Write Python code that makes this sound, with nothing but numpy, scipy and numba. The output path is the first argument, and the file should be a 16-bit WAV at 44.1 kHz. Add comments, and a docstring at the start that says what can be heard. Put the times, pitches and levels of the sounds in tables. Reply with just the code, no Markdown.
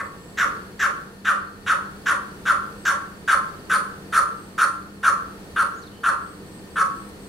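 """Among trees, a pheasant coucal on a treetop gives a run of harsh, falling notes, which the foliage echoes.
Each note starts as a rasp of chaotic pulses in the syrinx, clears into a tone as its resonance sinks,
and closes with a faint low hoot. Insects trill at high pitch by scraping their wings, crickets chirp,
a small bird twitters once in thin pitch slurs, and a tiny tick of decaying noise sounds near the end.
Behind them lie coloured noise, as far rumble and leaf hiss, and the wavering sines of distant machinery."""
import sys
import numpy as np
from scipy import signal
from scipy.fft import rfft, irfft
from scipy.io import wavfile
from scipy.ndimage import uniform_filter1d, map_coordinates
from numba import njit

SR = 44100
rng = np.random.default_rng(int(sys.argv[2]) if len(sys.argv) > 2 else 0)


def wav_record(signal):
    """Record a signal, one row per channel, as 16-bit PCM in the file named by sys.argv[1]."""
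    frames = np.transpose(np.atleast_2d(signal))
    bounded = np.clip(frames, -1, 1)
    # unit amplitude maps onto the largest positive 16-bit level
    quanta = np.round(bounded * 32767).astype(np.int16)
    wavfile.write(sys.argv[1], SR, quanta)


N = 321048


def undb(db):
    """Decibels to amplitude ratio: 20 dB is a factor of ten."""
    return 10 ** (np.asarray(db) / 20)


def unit(x):
    """Normalization to a root-mean-square amplitude of 1."""
    return x / np.sqrt(np.mean(x ** 2) + 1e-18)


def add(out, x, s):
    """Superposition: sum x into out from time s on, cut at the ends of out."""
    start = int(round(s * SR))
    a, b = max(start, 0), min(start + len(x), N)
    out[a:b] += x[a - start:b - start]


def walk(rate, size):
    """Smoothed random motion: held random steps, averaged; spread about 1, about rate turns a second."""
    k = max(int(SR / rate), 2)
    steps = np.repeat(rng.standard_normal(size // k + 2), k)
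    return 1.25 * uniform_filter1d(steps, k)[k // 2:k // 2 + size]


def along(points, hz):
    """Interpolation of (f/Hz, value) points on a logarithmic frequency axis."""
    f, value = np.transpose(points)
    return np.interp(np.log(hz + 1), np.log(f), value)


def tone_of(hz):
    """A sine whose phase is the running integral of its instantaneous frequency."""
    return np.sin(2 * np.pi * np.cumsum(hz) / SR)


@njit
def svf(x, hz, width):
    """Second-order resonance (state-variable band-pass) whose centre may move every sample."""
    y, band, low = np.empty(len(x)), 0., 0.
    for i in range(len(x)):
        g, k = np.tan(np.pi * hz[i] / SR), width / hz[i]
        v = (band + g * (x[i] - low)) / (1 + g * (g + k))
        band, low, y[i] = 2 * v - band, low + 2 * g * v, k * v
    return y


def resonate(x, hz, width):
    """Cascaded resonance: two equal band-passes in series steepen the skirts."""
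    centre = np.minimum(hz + np.zeros(len(x)), .45 * SR)
    return svf(svf(x, centre, float(width)), centre, float(width))


def steep(x, hz, kind):
    """Eighth-order Butterworth filter: a steep high- or low-pass."""
    return signal.sosfilt(signal.butter(8, hz, kind, fs=SR, output="sos"), x)


def swell(u, peak, spread):
    """Gaussian envelope over the relative time u of a note."""
    return np.exp(-((u - peak) / spread) ** 2)


def distant_air(level_db=-42.5):
    """Diffuse field: coloured noise as far rumble and leaf hiss, more alike at both ears in the bass."""
    # spectrum of the distant air: f/Hz, relative spectral density/dB
    air_spectrum = [(15, -29), (25, -14.5), (86, -7), (107, -13.5), (193, -3), (221, -10.5), (482, -9),
                    (552, -17.5), (1020, -22), (1850, -28), (2010, -29.5), (2300, -31), (7300, -38),
                    (8130, -34), (15500, -43.5)]
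    # stereo width of the distant air: f/Hz, side minus mid level/dB
    air_width = [(30, -9), (150, -13), (350, -11.5), (700, -5), (2000, 3), (12000, 0)]
    hz = np.fft.rfftfreq(N, 1 / SR)
    colour = undb(along(air_spectrum, hz))
    width = undb(along(air_width, hz))
    noise = rfft(rng.standard_normal((2, N))) * colour
    mid, side = irfft(noise * np.array([np.ones_like(width), width]), N)
    left_right = mid + side * np.array([[1], [-1]])
    return left_right / np.std(mid) * undb(level_db + 0.87 * walk(4, N))


def machinery():
    """Narrow-band hum: sines of distant machinery, wavering in frequency and level."""
    # partials of the hum: f/Hz, rms level/dB before the wavering
    partials = [(99, -58), (199.5, -51), (301, -56.5), (1815, -64.5)]
    hum = np.zeros(N)
    for f, db in partials:
        level = undb(db + 2 * walk(4.8, N))
        hum += level * np.sqrt(2) * tone_of(f + 3 * walk(14, N))
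    return hum


def tick(s=7.09, gain_db=-37, decay_s=.002):
    """Impulsive excitation: a decaying noise burst, band-passed into one tiny, bright tick."""
    out, t = np.zeros(N), np.arange(SR // 20) / SR
    burst = rng.standard_normal(len(t)) * np.exp(-t / decay_s)
    add(out, undb(gain_db) * resonate(burst, 10200, 4500), s)
    return out


def cricket(rate, pitch_hz, db):
    """Amplitude-gated carrier: a far cricket repeats short chirps that sag in pitch."""
    stroke = np.cumsum(rate * (1 + .08 * walk(4.5, N))) / SR % 1
    pitch = pitch_hz * (1 + .25 * (.25 - stroke) + .025 * walk(900, N))
    gate = np.sin(np.pi * np.minimum(2 * stroke, 1)) ** 2  # silent for the second half of each cycle
    return undb(db + 2 * walk(6.5, N)) * unit(gate * tone_of(pitch))


def crickets(chorus_db=-68):
    """Incoherent summation: a chorus blurs into band noise, from which two crickets stand out a little."""
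    chorus = undb(chorus_db) * unit(resonate(rng.standard_normal(N), 4250, 470))
    return chorus + cricket(14, 4300, -74.0) + cricket(17, 4550, -67)


def trills(stroke_hz=78, every_s=.245, trill_s=0.18):
    """Stridulation: insects scrape their wings in evenly spaced bursts; every stroke rings one high pitch."""
    # bouts of trills: t/s, length/s, f/Hz, level/dB
    bouts = [(-.08, .4, 7760, -62.5), (1.24, .2, 7730, -64), (2.083, .2, 8240, -68), (2.755, .2, 8210, -60),
             (4.084, .65, 8260, -61.5), (6.197, 1.1, 8220, -60.5)]
    out = np.zeros(N)
    t = np.arange(int(trill_s * SR)) / SR
    stroke = t * stroke_hz % 1
    envelope = np.sqrt(np.sin(np.pi * t / trill_s))
    for s, length, hz, db in bouts:
        for start in np.arange(s, s + length, every_s):
            pitch = hz * (1 + 0.066 * (.5 - stroke) + 0.0092 * walk(400, len(t)))  # sags in each stroke
            ring = tone_of(pitch) * np.sin(np.pi * stroke) ** 2
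            add(out, undb(db) * unit(ring * envelope), start)
    return out


def small_bird():
    """Frequency modulation: a quick twitter of thin, wavering notes, most of them slurred."""
    # notes of the twitter: t/s, length/s, start f/Hz, end f/Hz, level/dB
    twitter = [(5.73, 0.039, 5200, 7200, -62), (5.762, .042, 6800, 6750, -59),
               (5.81, 0.033, 6700, 4600, -61), (5.812, 0.043, 4800, 3600, -54.5),
               (5.855, .035, 4700, 3200, -55.5), (5.903, 0.12, 3000, 3000, -61)]
    out = np.zeros(N)
    for s, length, start_hz, end_hz, db in twitter:
        u = np.linspace(0, 1, int(length * SR))
        slur = start_hz + (end_hz - start_hz) * u
        pitch = slur * (1 + 0.036 * walk(1200, len(u)))
        add(out, undb(db) * unit(np.sin(np.pi * u) * tone_of(pitch)), s)
    return out


def throat(x, bands, glide):
    """Formant filtering: throat bands sink together; two interleaved sets swell and fade independently."""
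    size = len(x)
    hz = np.fft.rfftfreq(size, 1 / SR)
    inside = (hz > bands[0][0]) & (hz < bands[-1][0])
    spectrum = rfft(x) * undb(along(bands, hz)) * inside
    stripes = np.sin(np.pi * hz / 1900) ** 2
    shaped = np.zeros(size)
    for part in (stripes, 1 - stripes):
        shaped += irfft(spectrum * part, size) * undb(.8 * walk(90, size))
    # reading the sound at a falling rate lowers every band by the same ratio
    return unit(map_coordinates(shaped, [np.cumsum(glide)], order=3, mode="mirror"))


def syrinx(size):
    """Aperiodic excitation: irregular slaps of the membranes, each with a puff of air."""
    cycles = np.cumsum(560 * np.exp(.4 * walk(900, size))) / SR
    slaps = np.diff(np.floor(cycles), prepend=0) * undb(1.5 * walk(600, size))
    puffs = np.exp(-(cycles % 1) / 0.47) * rng.standard_normal(size)
    return unit(slaps) + 0.82 * unit(puffs)


def note(length, start_hz, mid_hz, clearest, rasp_db, hiss_db, sizzle_db):
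    """Source and filter: chaotic pulses ring a sinking resonance, and briefly lock on to it as a tone."""
    # upper bands of the throat, from low to high: f/Hz, relative level/dB
    rasp_bands = [(1600, -30), (2050, -1), (2600, -1), (3000, -3.5), (3600, -2.5), (3900, -9.5),
                  (4400, -40)]
    hiss_bands = [(3600, -36), (4200, -2), (4900, -1.5), (5500, 5.5), (5900, 8), (6700, 2.5), (7300, 5.5),
                  (7700, 0), (8300, -39), (11000, -16), (12000, -4), (14500, -28)]
    sizzle_bands = [(8000, -5), (8600, -8), (9050, 5.5), (9800, 5.5), (10400, -2), (11200, -9.5),
                    (12000, -9.5), (12900, -32), (13700, -14), (15500, -21)]
    end_hz = 1180.7
    # the main resonance follows the falling pitch only in part (0-1)
    body_hz, body_width_hz, body_follow = 1336, 705, 0.54
    clear_db, clear_spread, hoot_db = 0, 0.38, -17  # spread as a share of the note

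    size = SR // 6
    t = np.arange(size) / SR
    u = t / length
    # the note snaps on, gathers force and is let go smoothly
    attack = 1 - np.exp(-t / .002)
    gather = 1 - np.clip(0.5 * start_hz / 1600, 0, .9) * np.exp(-t / 0.043)
    release = .5 - .5 * np.tanh((u - .97) / .09)
    effort = attack * gather * release
    centre = np.interp(u, [.25, .55, 1], [start_hz, mid_hz, end_hz])
    source = syrinx(size)

    body = resonate(source, body_hz * (centre / body_hz) ** body_follow, body_width_hz)
    body = steep(steep(body, 1076, "high"), 1850 * (start_hz / 1600) ** .5, "low")
    # the body of higher notes starts weaker
    bloom = 1 - np.clip(0.3 * (start_hz / 1600) ** 3, 0, .8) * np.exp(-t / 0.029)
    body = body / np.std(body[u < 1]) * bloom

    tone = np.sqrt(2) * tone_of(centre * (1 + .026 * walk(350, size)))
    tone = tone * undb(clear_db + 1.6 * walk(250, size)) * swell(u, clearest, clear_spread)

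    # the rasp leads; the highest bands and a thin nasal ring come up later in the note
    glide = (centre / mid_hz) ** 0.1117
    rasp = throat(source, rasp_bands, glide) * undb(rasp_db) * swell(u, 0.28, 0.4)
    hiss_peak = clearest * (1400 / start_hz) ** 2
    hiss = throat(source, hiss_bands, glide) * undb(hiss_db) * swell(u, hiss_peak, 0.53)
    nasal = 0.57 * unit(resonate(source, 4350, 800)) * swell(u, 0.92, 0.68)
    sizzle = throat(source, sizzle_bands, (centre / 1440) ** 0.17) * swell(u, 0.74, 0.63)
    sizzle = (sizzle + nasal) * undb(sizzle_db)

    # a little of the rough pulsing also passes straight through the chest
    chest = undb(-24) * unit(resonate(source, 810, 700))
    # as the pressure drops the membranes settle into a soft, falling hoot
    hoot = tone_of(np.interp(u, [.9, 1.35], [600, 480])) * swell(u, 1.048, 0.2)
    return effort * (body + tone + rasp + hiss + sizzle + chest) + undb(hoot_db) * hoot


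def coucal():
    """Exponential relaxation: fading tension shortens and lowers the notes, while the rasp steadily weakens."""
    # notes: t/s, level/dB, clearest moment (share of the note, 0-1), hiss level/dB
    notes = [(-.062, -23, 0.35, -16.5), (.372, -17.5, 0.59, -16.5), (.792, -18.5, 0.45, -14.5),
             (1.246, -18.5, 0.59, -20.5), (1.662, -18, 0.62, -20), (2.057, -17.5, 0.39, -18),
             (2.453, -18, 0.59, -21), (2.851, -17.5, 0.18, -13), (3.275, -15, 0.49, -20.5),
             (3.695, -17.5, 0.46, -19), (4.123, -17, 0.65, -18), (4.577, -17.5, 0.56, -18),
             (5.028, -17, 0.66, -19), (5.559, -18, 0.64, -26.5), (6.032, -18, 0.62, -23),
             (6.756, -18.5, 0.82, -21)]
    # sizzle near 9 kHz through the run: t/s, level/dB
    sizzle_level = [(0, -28.5), (1.7, -22.5), (2.85, -22.5), (3.7, -16), (4.2, -15), (5.5, -20.5),
                    (7, -21.5)]
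    relax_s = 2.203  # time constant
    # relaxed value, and what unit tension adds
    length_s, tense_length_s = .075, 0.01165
    start_hz, tense_start_hz = 1446, 576
    mid_hz, tense_mid_hz = 1376.4, 127
    rasp_db, rasp_db_per_s = -10, -1.07  # at time 0, and its steady fall
    out = np.zeros(N)
    for s, db, clearest, hiss_db in notes:
        tension = np.exp(-s / relax_s)
        call = note(length=length_s + tense_length_s * tension,
                    start_hz=start_hz + tense_start_hz * tension,
                    mid_hz=mid_hz + tense_mid_hz * tension,
                    rasp_db=rasp_db + rasp_db_per_s * s,
                    sizzle_db=np.interp(s, *np.transpose(sizzle_level)),
                    clearest=clearest, hiss_db=hiss_db)
        add(out, undb(db) * call, s)
    return out


def trees(x, wet_db=-2.8, build_s=.03, pileup_db=-25, pileup_t60_s=0.45):
    """Multiple scattering: a few near reflections, and a foliage tail that differs at each ear."""
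    # ring of the trees: f/Hz, t60/s, relative level/dB
    ring_bands = [(580, 0.51, 3), (805, 0.39, 10.5), (1165, 0.43, 6.5), (1580, 0.59, -4.5),
                  (2230, 0.41, 3.5), (5000, 0.39, 0), (9500, 0.3, 6.5), (12000, 0.24, -3)]
    # pitches at which the scattered reflections pile up: f/Hz, relative level/dB
    pileups = [(1061, 6), (1110, 8), (1194, 6), (1222, 8), (1302, -19), (1334, -5), (1360, -2.5),
               (1536, -1.5), (1625, -22), (1776, 2)]
    # near reflections: delay/s, level/dB, left minus right level/dB
    echoes = [(.0045, -23.5, 31.5), (0.011, -24, -29), (0.027, -17, 17.5), (0.045, -16.5, -17.5)]
    t = np.arange(SR * 3 // 4) / SR
    hz = np.fft.rfftfreq(len(t), 1 / SR)
    noise = rfft(rng.standard_normal((2, len(t))))
    tail = np.zeros((2, len(t)))
    for k, (_, t60, db) in enumerate(ring_bands):
        # each band fades into its neighbours
        band = along([(row[0], float(j == k)) for j, row in enumerate(ring_bands)], hz)
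        tail += irfft(noise * band, len(t)) * np.exp(-np.log(1000) * t / t60) * undb(db)
    for f, db in pileups:
        ring = np.sin(2 * np.pi * (f * t + rng.random((2, 1))))
        tail += undb(db + pileup_db) * ring * np.exp(-np.log(1000) * t / pileup_t60_s)
    tail = tail * (1 - np.exp(-t / build_s))
    # wet_db is the mean gain of the tail over the voice band
    voice_band = (hz > 1000) & (hz < 1800)
    power = np.mean(abs(rfft(tail)[:, voice_band]) ** 2, axis=1, keepdims=True)
    response = tail * undb(wet_db) / np.sqrt(power)
    response[:, 0] += 1  # direct sound
    for delay, db, pan_db in echoes:
        response[:, int(delay * SR)] += undb(db + np.array([pan_db, -pan_db]) / 2)
    return signal.fftconvolve(x[None], response, axes=1)[:, :N]


def scene():
    """Linear superposition: all the animals sound among the same trees, before the far background."""
    animals = crickets() + trills() + small_bird() + coucal()
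    return distant_air() + machinery() + tick() + trees(animals)


def record(dry):
    """Band limitation: a steep elliptic low-pass cuts the top of the spectrum, above 15750 Hz."""
    return signal.sosfilt(signal.ellip(10, .2, 70, 15750, fs=SR, output="sos"), dry)


dry = scene()
out = record(dry)
wav_record(out)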